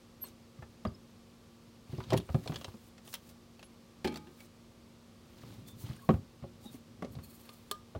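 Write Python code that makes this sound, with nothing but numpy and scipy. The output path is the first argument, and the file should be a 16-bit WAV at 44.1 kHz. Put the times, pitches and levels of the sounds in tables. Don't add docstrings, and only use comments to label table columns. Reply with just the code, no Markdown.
import sys
import numpy as np
from scipy import signal
from scipy.fft import rfft, irfft, next_fast_len
from scipy.io import wavfile
from scipy.ndimage import uniform_filter1d

SR = 44100
rng = np.random.default_rng(int(sys.argv[2]) if len(sys.argv) > 2 else 0)


def wav_record(signal):
    frames = np.transpose(np.atleast_2d(signal))
    bounded = np.clip(frames, -1, 1)
    quanta = np.round(bounded * 32767).astype(np.int16)
    wavfile.write(sys.argv[1], SR, quanta)


N = 352359
HIT_SIZE = SR // 2
AGE = np.arange(HIT_SIZE) / SR


# [t/s, thump level/dB, thump f/Hz, clack level/dB, crack level/dB]
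KNOCKS = [(0.24, -54, 103, -50, -50), (0.589, -41, 138, -66, -61), (0.624, -41, 87.5, -55, -47),
          (0.851, -26, 218, -33, -36), (0.87, -26.5, 95, -70, -56), (1.895, -41, 102, -60, -66),
          (1.931, -31, 137, -43, -62), (1.982, -31, 123, -39, -56), (2.004, -52, 99, -54, -40.5),
          (2.123, -35, 159, -22, -35.5), (2.131, -21.5, 145.4, -35.5, -41), (2.14, -27, 313, -25.5, -36.5),
          (2.155, -24, 142, -53, -63), (2.29, -44, 110, -43.5, -44), (2.302, -28, 88, -51, -70),
          (2.345, -17.5, 140, -30.5, -38), (2.459, -46, 108, -39, -49), (2.496, -26, 150, -40, -51),
          (2.521, -57, 164, -43.5, -42), (2.681, -40.5, 100, -49, -50), (2.741, -41, 214, -53, -56),
          (5.434, -40.5, 128, -61, -53), (5.839, -32.5, 121, -74, -74), (5.898, -29.5, 131, -66, -54),
          (6.09, -15, 180, -19.5, -31.5), (6.104, -16.5, 203, -47, -37), (6.14, -23.5, 103, -37, -47),
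          (6.424, -37, 130, -65, -58), (6.437, -38, 115, -40.5, -56.5), (6.656, -39, 231, -59, -70),
          (6.742, -38.5, 264, -64, -69), (7.023, -33, 182, -36.5, -42), (7.041, -36.5, 246, -38, -54),
          (7.164, -35, 130, -52, -68), (7.188, -40.5, 91, -61, -50.5), (7.95, -49, 105, -37, -47.5),
          (7.959, -30.5, 97, -41, -50)]
# [f/Hz, level/dB, t60/s]
BIN_MODES = [(277.6, 2, 0.15), (360.7, 1, 0.2), (399, 0.5, 0.17), (445, -2, 0.1), (516.6, 4, 0.1),
             (565, -1, 0.12), (647, 7, 0.065), (736, 1, 0.074), (813, -5, 0.12), (903, -13.5, 0.093),
             (1021, -7.5, 0.037), (1125, -9, 0.065), (1231, -13, 0.036), (1430, -18.5, 0.03)]
# [f/Hz, width/Hz, level/dB]
HOLLOW = [(77.8, 12, -1), (124, 14, -4.5), (154.7, 7.1, -12), (214.4, 37, -4)]
# [f/Hz, level/dB per Hz]
CRACK = [(300, 11), (700, 3.5), (1200, 4.5), (1700, 0.5), (2600, -3), (3800, -8.5), (6000, -23.5),
         (10000, -32), (16000, -36)]
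ITEM_HZ, ITEM_SPREAD = 1130, 0.16


def bin_knocks(thump_db=-6.0, clack_db=-3.0, crack_db=-0.5, flex_t60=0.058, rise_s=0.004,
               upper_ratio=1.593, upper_db=-10.0, item_db=4.0):
    thumps, rest = np.zeros((2, N))
    for s, low_db, hz, mid_db, high_db in KNOCKS:
        phase = 2 * np.pi * hz * AGE
        two_modes = np.sin(phase) + from_db(upper_db) * np.sin(upper_ratio * phase)
        flex = two_modes * fade(flex_t60) * (1 - np.exp(-AGE / rise_s))
        add(thumps, s, at_level(flex, low_db + thump_db))

        hardness_db = 0.46 * (high_db - mid_db + 12.0)
        clack = ring(BIN_MODES, scatter_db=4.5, detune=0.016, tilt_db=hardness_db)
        add(rest, s, at_level(clack, mid_db + clack_db))

        crack = burst(CRACK, t60=0.055, tail_db=-12, tail_t60=0.1, ripple_db=3.0)
        item_hz = ITEM_HZ * 2 ** (ITEM_SPREAD * rng.standard_normal())
        item = resonance(crack, item_hz, 180)
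        add(rest, s, at_level(crack + from_db(item_db) * item, high_db + crack_db))
    boom = sum(from_db(db) * resonance(thumps, hz, width) for hz, width, db in HOLLOW)
    return thumps + rest + boom


# [t/s, level/dB, f/Hz]
CLINKS = [(0.626, -55, 1780), (0.852, -40.5, 1238), (2.141, -34, 920), (5.435, -60, 1127),
          (6.092, -28.5, 1115)]


def clinks(t60=0.043, twin_ratio=1.09, twin_db=-8.0):
    out = np.zeros(N)
    for s, db, hz in CLINKS:
        modes = [(hz, 0, t60), (hz * twin_ratio, twin_db, t60 / 2)]
        add(out, s, at_level(ring(modes), db))
    return out


# [t/s, click level/dB, edge level/dB, ring f/Hz]
CLICKS = [(2.038, -44, -74, 3330), (2.1042, -30, -77, 3250), (2.1318, -25.5, -39, 2040),
          (2.167, -36, -57, 3770), (2.175, -29, -34, 3250), (2.1998, -40, -64, 3150),
          (2.476, -29.5, -62, 3230), (2.5428, -36.5, -54, 3100), (2.5585, -30, -56, 3280),
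          (2.6123, -37.5, -70, 2890), (2.6444, -31, -55, 2950), (2.9798, -46, -78, 1900),
          (3.0772, -44, -62, 2920), (3.129, -42, -42, 4100), (3.1394, -30.5, -28, 3460),
          (3.1522, -37.5, -45, 3200), (3.2909, -53, -53, 3940), (3.5936, -45, -58, 2720),
          (3.628, -41, -59, 2620), (4.045, -29, -56, 2260), (4.074, -29.5, -52, 4200),
          (4.123, -41, -65, 2320), (4.1418, -39.5, -51, 3460), (4.1583, -34.5, -47, 4460),
          (4.1718, -39, -48, 3520), (4.4047, -46.5, -51, 2330), (7.023, -37, -58, 1750),
          (7.0472, -42, -70, 2120), (7.1524, -43, -71, 4150), (7.4909, -44, -62, 2650),
          (7.7127, -31, -27, 4260)]
# [f/Hz, level/dB per Hz]
CLICK = [(150, -12), (500, 12.5), (1400, -1), (2200, -2.5), (3200, -2), (4500, -1), (6500, -7.5),
         (9000, -14), (16000, -35)]
# [f/Hz, level/dB per Hz]
EDGE = [(2000, -40), (5000, -4), (7500, -2.5), (10000, -2.5), (13000, -4), (16000, -0.5)]


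def utensil_clicks(click_db=-9.0, edge_db=-7.0, ring_db=7.0, ring_width_hz=340.0,
                   low_cut_hz=1260.0, octaves_per_db=0.09):
    out = np.zeros(N)
    for s, body_db, top_db, hz in CLICKS:
        cut_hz = np.clip(low_cut_hz * 2 ** (octaves_per_db * (top_db - body_db)), 100, 3000)
        high_pass = signal.butter(2, cut_hz, "high", fs=SR, output="sos")
        click = signal.sosfilt(high_pass, burst(CLICK, t60=0.046, tail_db=-8.5, tail_t60=0.053))
        ringing = from_db(ring_db) * resonance(click, hz, ring_width_hz)
        add(out, s, at_level(click + ringing, body_db + click_db))
        edge = burst(EDGE, t60=0.03, tail_db=-24, tail_t60=0.086)
        add(out, s, at_level(edge, top_db + edge_db))
    return out


# [t/s, level/dB]
SET_DOWN = [(4.047, -27), (4.076, -42.5), (4.122, -49.5), (4.271, -50.5)]
# [f/Hz, level/dB, t60/s]
POT_MODES = [(80, -9, 0.83), (158, -9, 0.77), (212.4, -5, 0.48), (238.4, -2, 0.39), (271.4, -3, 0.41),
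             (310, -6.5, 0.56), (359, 7, 0.23), (390.5, 1.5, 0.21), (460, -12, 0.49), (785, -4.5, 0.16),
             (846, -7, 0.79), (892, -2, 0.078), (1238, -22, 0.82), (1570, -22.5, 0.92), (1730, -1, 0.032),
             (2280, -15.5, 0.42), (2331, -19, 0.29), (3230, -19, 0.33), (4230, -22, .25)]
# [f/Hz, level/dB per Hz]
TAILGATE = [(50, -25), (120, -10), (300, -5), (500, -4.5), (700, -16), (1100, -26), (2500, -16.5),
            (8000, -38.5)]


def pot(thud_db=-4.5):
    out, note = np.zeros(N), ring(POT_MODES)
    for s, db in SET_DOWN:
        thud = burst(TAILGATE, t60=0.06, tail_db=-13, tail_t60=0.33, ripple_db=2.0)
        add(out, s, at_level(note, db) + at_level(thud, db + thud_db))
    return out


# [t/s, level/dB]
TAPS = [(7.492, -52), (7.713, -33.5)]
# [f/Hz, level/dB, t60/s]
CANISTER_MODES = [(410, 2, 0.087), (624, -9, 0.11), (1076, 6.5, 0.034), (1214, 4, 0.2), (1660, -1.5, 0.042),
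                  (3030, -4, 0.052), (3540, 9, 0.02), (3800, -3, 0.033), (4300, 9.5, 0.019),
                  (5500, -23, 0.29), (7660, -19, 0.25), (9500, -6, 0.019), (10400, -8, .04),
                  (11000, 4, 0.016)]


def canister(tick_db=-19.0):
    out, note = np.zeros(N), ring(CANISTER_MODES)
    for s, db in TAPS:
        add(out, s, at_level(note, db))
        tick = burst(CLICK, t60=0.03, tail_db=-23, tail_t60=0.076)
        add(out, s, at_level(tick, db + tick_db))
    return out


# [t/s at the fastest, speeding up/s, slowing down/s, level/dB]
STROKES = [(5.69, .03, 0.038, -62), (5.82, .05, 0.042, -54.5), (6.05, 0.09, 0.11, -63),
           (6.75, .1, .06, -67), (7.125, .025, 0.054, -66.5), (7.25, 0.026, 0.21, -58.5),
           (7.335, 0.1, 0.27, -64.5), (7.57, 0.078, 0.05, -64)]
# [f/Hz, width/Hz, level/dB]
SHELL = [(1170, 89, -0.5), (2560, 90, -3), (3440, 70, -6), (4380, 260, 1.5), (7130, 170, -2),
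         (8670, 320, 0.5), (10760, 220, -1), (11600, 520, -1), (13300, 900, -1), (15300, 1300, -2)]


def grip(grain_db=-1.5, flutter_db=4.5, skin_db=-27.0):
    pressure, = strokes(STROKES)
    unevenness_db = grain_db * drift(980) + flutter_db * drift(80)
    slips = rng.standard_normal(N) * from_db(unevenness_db)
    shell = sum(from_db(db) * resonance(slips, hz, width) for hz, width, db in SHELL)
    skin = from_db(skin_db) * np.diff(slips, prepend=0)
    return pressure * rms_one(shell + skin)


# [t/s at the middle, half-length/s, f/Hz, level/dB, glide]
SQUEAKS = [(0.231, 0.031, 12580, -37.5, -0.0021), (0.256, 0.05, 8300, -57, -0.061),
           (0.249, 0.034, 4320, -58.5, -0.034), (0.875, 0.011, 4850, -54, -0.047),
           (0.95, 0.016, 5100, -61.5, 0.0), (2.178, 0.039, 10800, -57, -0.021),
           (3.653, 0.041, 10940, -63, 0.0), (4.41, 0.036, 2273, -60, 0.014),
           (5.701, 0.094, 3520, -61.5, 0.022), (5.994, .02, 1630, -60, 0.014),
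           (6.038, 0.054, 1113, -58, 0.0062), (6.659, 0.044, 832, -60.5, -0.03),
           (6.675, 0.079, 3740, -58, -0.017), (7.245, 0.045, 4320, -63, -0.0046)]


def squeaks(waver_hz=75.0, catch_db=2.5):
    out = np.zeros(N)
    for s, half_length, hz, db, glide in SQUEAKS:
        along = AGE / half_length - 1
        waver = waver_hz * np.sqrt(hz / 4000) * drift(557, size=HIT_SIZE)
        pitch = hz * (1 + glide * np.clip(along, -1, 1)) + waver
        swell = np.exp(-8 * along ** 2) * from_db(catch_db * drift(303, size=HIT_SIZE))
        tone = np.sqrt(2) * np.sin(2 * np.pi * np.cumsum(pitch) / SR)
        add(out, s - half_length, from_db(db) * swell * tone)
    return out


# [t/s at the fastest, speeding up/s, slowing down/s, rubbing level/dB, fine hiss level/dB]
SLIDES = [(.27, 0.046, .045, -62, -58.5), (1.93, 0.068, 0.27, -62, -68), (2.13, 0.074, 0.04, -52, -79),
          (2.51, 0.36, 0.32, -61.5, -61.5), (2.88, 0.13, .025, -79, -66), (3.065, 0.031, 0.06, -61, -57),
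          (3.12, .05, .06, -66.5, -52), (3.3, .09, .035, -68, -62), (4.45, 0.19, .03, -70, -65),
          (5.5, 0.29, 0.18, -63, -66.5), (5.685, 0.017, 0.033, -61.5, -54.5), (5.82, .05, 0.043, -64, -56),
          (5.89, 0.11, 0.14, -58.5, -64), (6.66, 0.05, 0.036, -64.5, -59),
          (6.745, 0.055, 0.041, -67.5, -64), (7.45, 0.36, 0.44, -69, -68)]
# [t/s at the fastest, speeding up/s, slowing down/s, rumble level/dB]
DRAGS = [(2.17, 0.098, 0.057, -35.5), (2.54, .1, 0.23, -51), (5.48, 0.073, 0.21, -50),
         (5.9, 0.51, 0.2, -52), (6.11, .02, 0.1, -36.5), (6.8, 0.62, 0.54, -60), (7.15, 0.24, 0.19, -52)]
# [f/Hz, level/dB per Hz]
RUBBING = [(150, -28), (600, 6), (1800, -4), (4000, 0), (7000, -13), (16000, -40)]
# [f/Hz, level/dB per Hz]
RUMBLE = [(25, -32), (60, -3), (110, 3.5), (170, -1.5), (260, -2.5), (450, -20.5), (1000, -46), (3000, -50)]


def handling(grain_db=2.5, flutter_db=2.0):
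    rub_gain, hiss_gain = strokes(SLIDES)
    drag_gain, = strokes(DRAGS)
    unevenness_db = grain_db * drift(1500) + flutter_db * drift(70)
    grains = rng.standard_normal((2, N)) * from_db(unevenness_db)
    rubbing = rub_gain * colour(grains[0], RUBBING)
    hiss = hiss_gain * colour(grains[1], EDGE)
    rumble = np.hypot(drag_gain, settling()) * noise(RUMBLE)
    return rubbing + hiss + rattles(rub_gain) + rumble


def rattles(rub_gain, above_db=0.0, spread_db=3.0, count=380):
    out, decay = np.zeros(N), fade(0.04)[:HIT_SIZE // 10]
    for when, pitch, strength in rng.random((count, 3)):
        tick_hz = 900 * 11 ** pitch
        tick = resonance(rng.standard_normal(len(decay)) * decay, tick_hz, 550)
        tick_db = above_db + spread_db * (2 * strength - 1)
        add(out, when * N / SR, rub_gain[int(when * N)] * at_level(tick, tick_db))
    return out


SETTLE_DB, SETTLE_T60_S = -21, 0.35


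def settling():
    power = np.zeros(N)
    for s, thump_db, *_ in KNOCKS:
        gain = from_db(thump_db + SETTLE_DB) * fade(SETTLE_T60_S)
        add(power, s, gain ** 2)
    return np.sqrt(power)


STROKE_END_DB, STROKE_ROUNDNESS = -15.5, 1.6


def strokes(rows):
    t, power = np.arange(0, N, 20) / SR, 0
    for s, rise, fall, *levels in rows:
        away = np.maximum((s - t) / rise, (t - s) / fall)
        shape_db = STROKE_END_DB * np.minimum(away, 10) ** STROKE_ROUNDNESS
        power = power + from_db(np.array(levels)[:, None] + shape_db) ** 2
    return [np.interp(np.arange(N) / SR, t, np.sqrt(p)) for p in power]


def cargo_bay(x, wet_db=-16.5, t60=0.15, delay_s=0.014):
    walls = [(40, 6.5), (300, -4.0), (1200, -1), (4000, -6.5), (16000, -13)]   # f/Hz, level/dB per Hz
    onset = np.clip(AGE / delay_s - 1, 0, 1)
    echoes = noise(walls, size=HIT_SIZE) * fade(t60) * onset
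    in_band = np.abs(rfft(echoes))[:HIT_SIZE // 20]
    unit_echoes = echoes / np.sqrt(np.mean(in_band ** 2))
    return from_db(wet_db) * signal.fftconvolve(x, unit_echoes)[:N]


# [f/Hz, level/dB]
HUM = [(102.3, -71.5), (133, -82), (183, -72.5), (233, -62.5), (354, -73.5), (466, -77), (540, -75),
       (1163, -82)]
# [f/Hz, level/dB per Hz]
AIR = [(20, -1.5), (60, 0.5), (100, 2.5), (200, -2), (360, -4.5), (520, -9.5), (780, -13.5), (1150, -13.5),
       (1600, -19.5), (4500, -19.5), (7000, -25), (11000, -30.5), (16000, -33.5)]


def background(air_db=-59.5, waver_hz=1.11, throb_db=1.0):
    out = from_db(air_db) * noise(AIR)
    for hz, db in HUM:
        phase = 2 * np.pi * np.cumsum(hz + waver_hz * drift(8)) / SR
        out += np.sqrt(2) * from_db(db + throb_db * drift(11.0)) * np.sin(phase)
    return out


def ring(modes, scatter_db=0.0, detune=0.0, tilt_db=0.0):
    out = np.zeros(HIT_SIZE)
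    for k, (hz, db, t60) in enumerate(modes):
        strength, shift = rng.standard_normal(2)
        gain = from_db(db + scatter_db * strength + tilt_db * np.log2(hz))
        tone = np.sin(2 * np.pi * hz * (1 + detune * shift) * AGE)
        out += (-1) ** k * gain * fade(t60) * tone
    return out


def burst(spectrum, t60, tail_db, tail_t60, ripple_db=3.0):
    envelope = fade(t60) + from_db(tail_db) * fade(tail_t60)
    return noise(rippled(spectrum, ripple_db), size=HIT_SIZE) * envelope


def rippled(spectrum, ripple_db, count=90):
    hz, db = np.transpose(spectrum)
    fine_hz = np.geomspace(hz[0], hz[-1], count)
    smooth_db = np.interp(np.log(fine_hz), np.log(hz), db)
    return np.column_stack([fine_hz, smooth_db + ripple_db * rng.standard_normal(count)])


def resonance(x, hz, width_hz):
    r = np.exp(-np.pi * width_hz / SR)
    zeros = np.array([1, 0, -1]) * (1 - r * r) / 2
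    poles = [1, -2 * r * np.cos(2 * np.pi * hz / SR), r * r]
    return signal.lfilter(zeros, poles, x)


def fade(t60):
    return np.exp(-np.log(1000) / t60 * AGE)


def noise(spectrum, size=N):
    return colour(rng.standard_normal(size), spectrum)


def colour(x, spectrum):
    hz, db = np.transpose(spectrum)
    size = next_fast_len(len(x))
    bins = np.maximum(np.fft.rfftfreq(size, 1 / SR), 1)
    gain = from_db(np.interp(np.log(bins), np.log(hz), db))
    return rms_one(irfft(rfft(x, size) * gain, size)[:len(x)])


def drift(rate, size=N):
    knots = rng.standard_normal(size // 20)
    return np.interp(np.arange(size) * rate / SR, np.arange(len(knots)), knots)


def from_db(db):
    return np.exp(np.asarray(db) * (np.log(10) / 20))


def rms_one(x):
    return x / np.sqrt(np.mean(x ** 2) + 1e-20)


def at_level(x, db):
    loudest_power = uniform_filter1d(x ** 2, size=220, mode="constant").max()
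    return x * from_db(db) / np.sqrt(loudest_power + 1e-20)


def add(out, s, sound):
    start = max(round(s * SR), 0)
    out[start:start + len(sound)] += sound[:N - start]


def scene():
    gear = bin_knocks() + clinks() + utensil_clicks() + pot() + canister() + grip() + squeaks() + handling()
    return (gear + cargo_bay(gear) + background())[None]


def record(dry):
    dry = signal.sosfilt(signal.butter(2, 42, "high", fs=SR, output="sos"), dry)
    low_pass = signal.ellip(10, 0.2, 70, 16000, fs=SR, output="sos")
    return signal.sosfilt(low_pass, dry)


dry = scene()
out = record(dry)
wav_record(out)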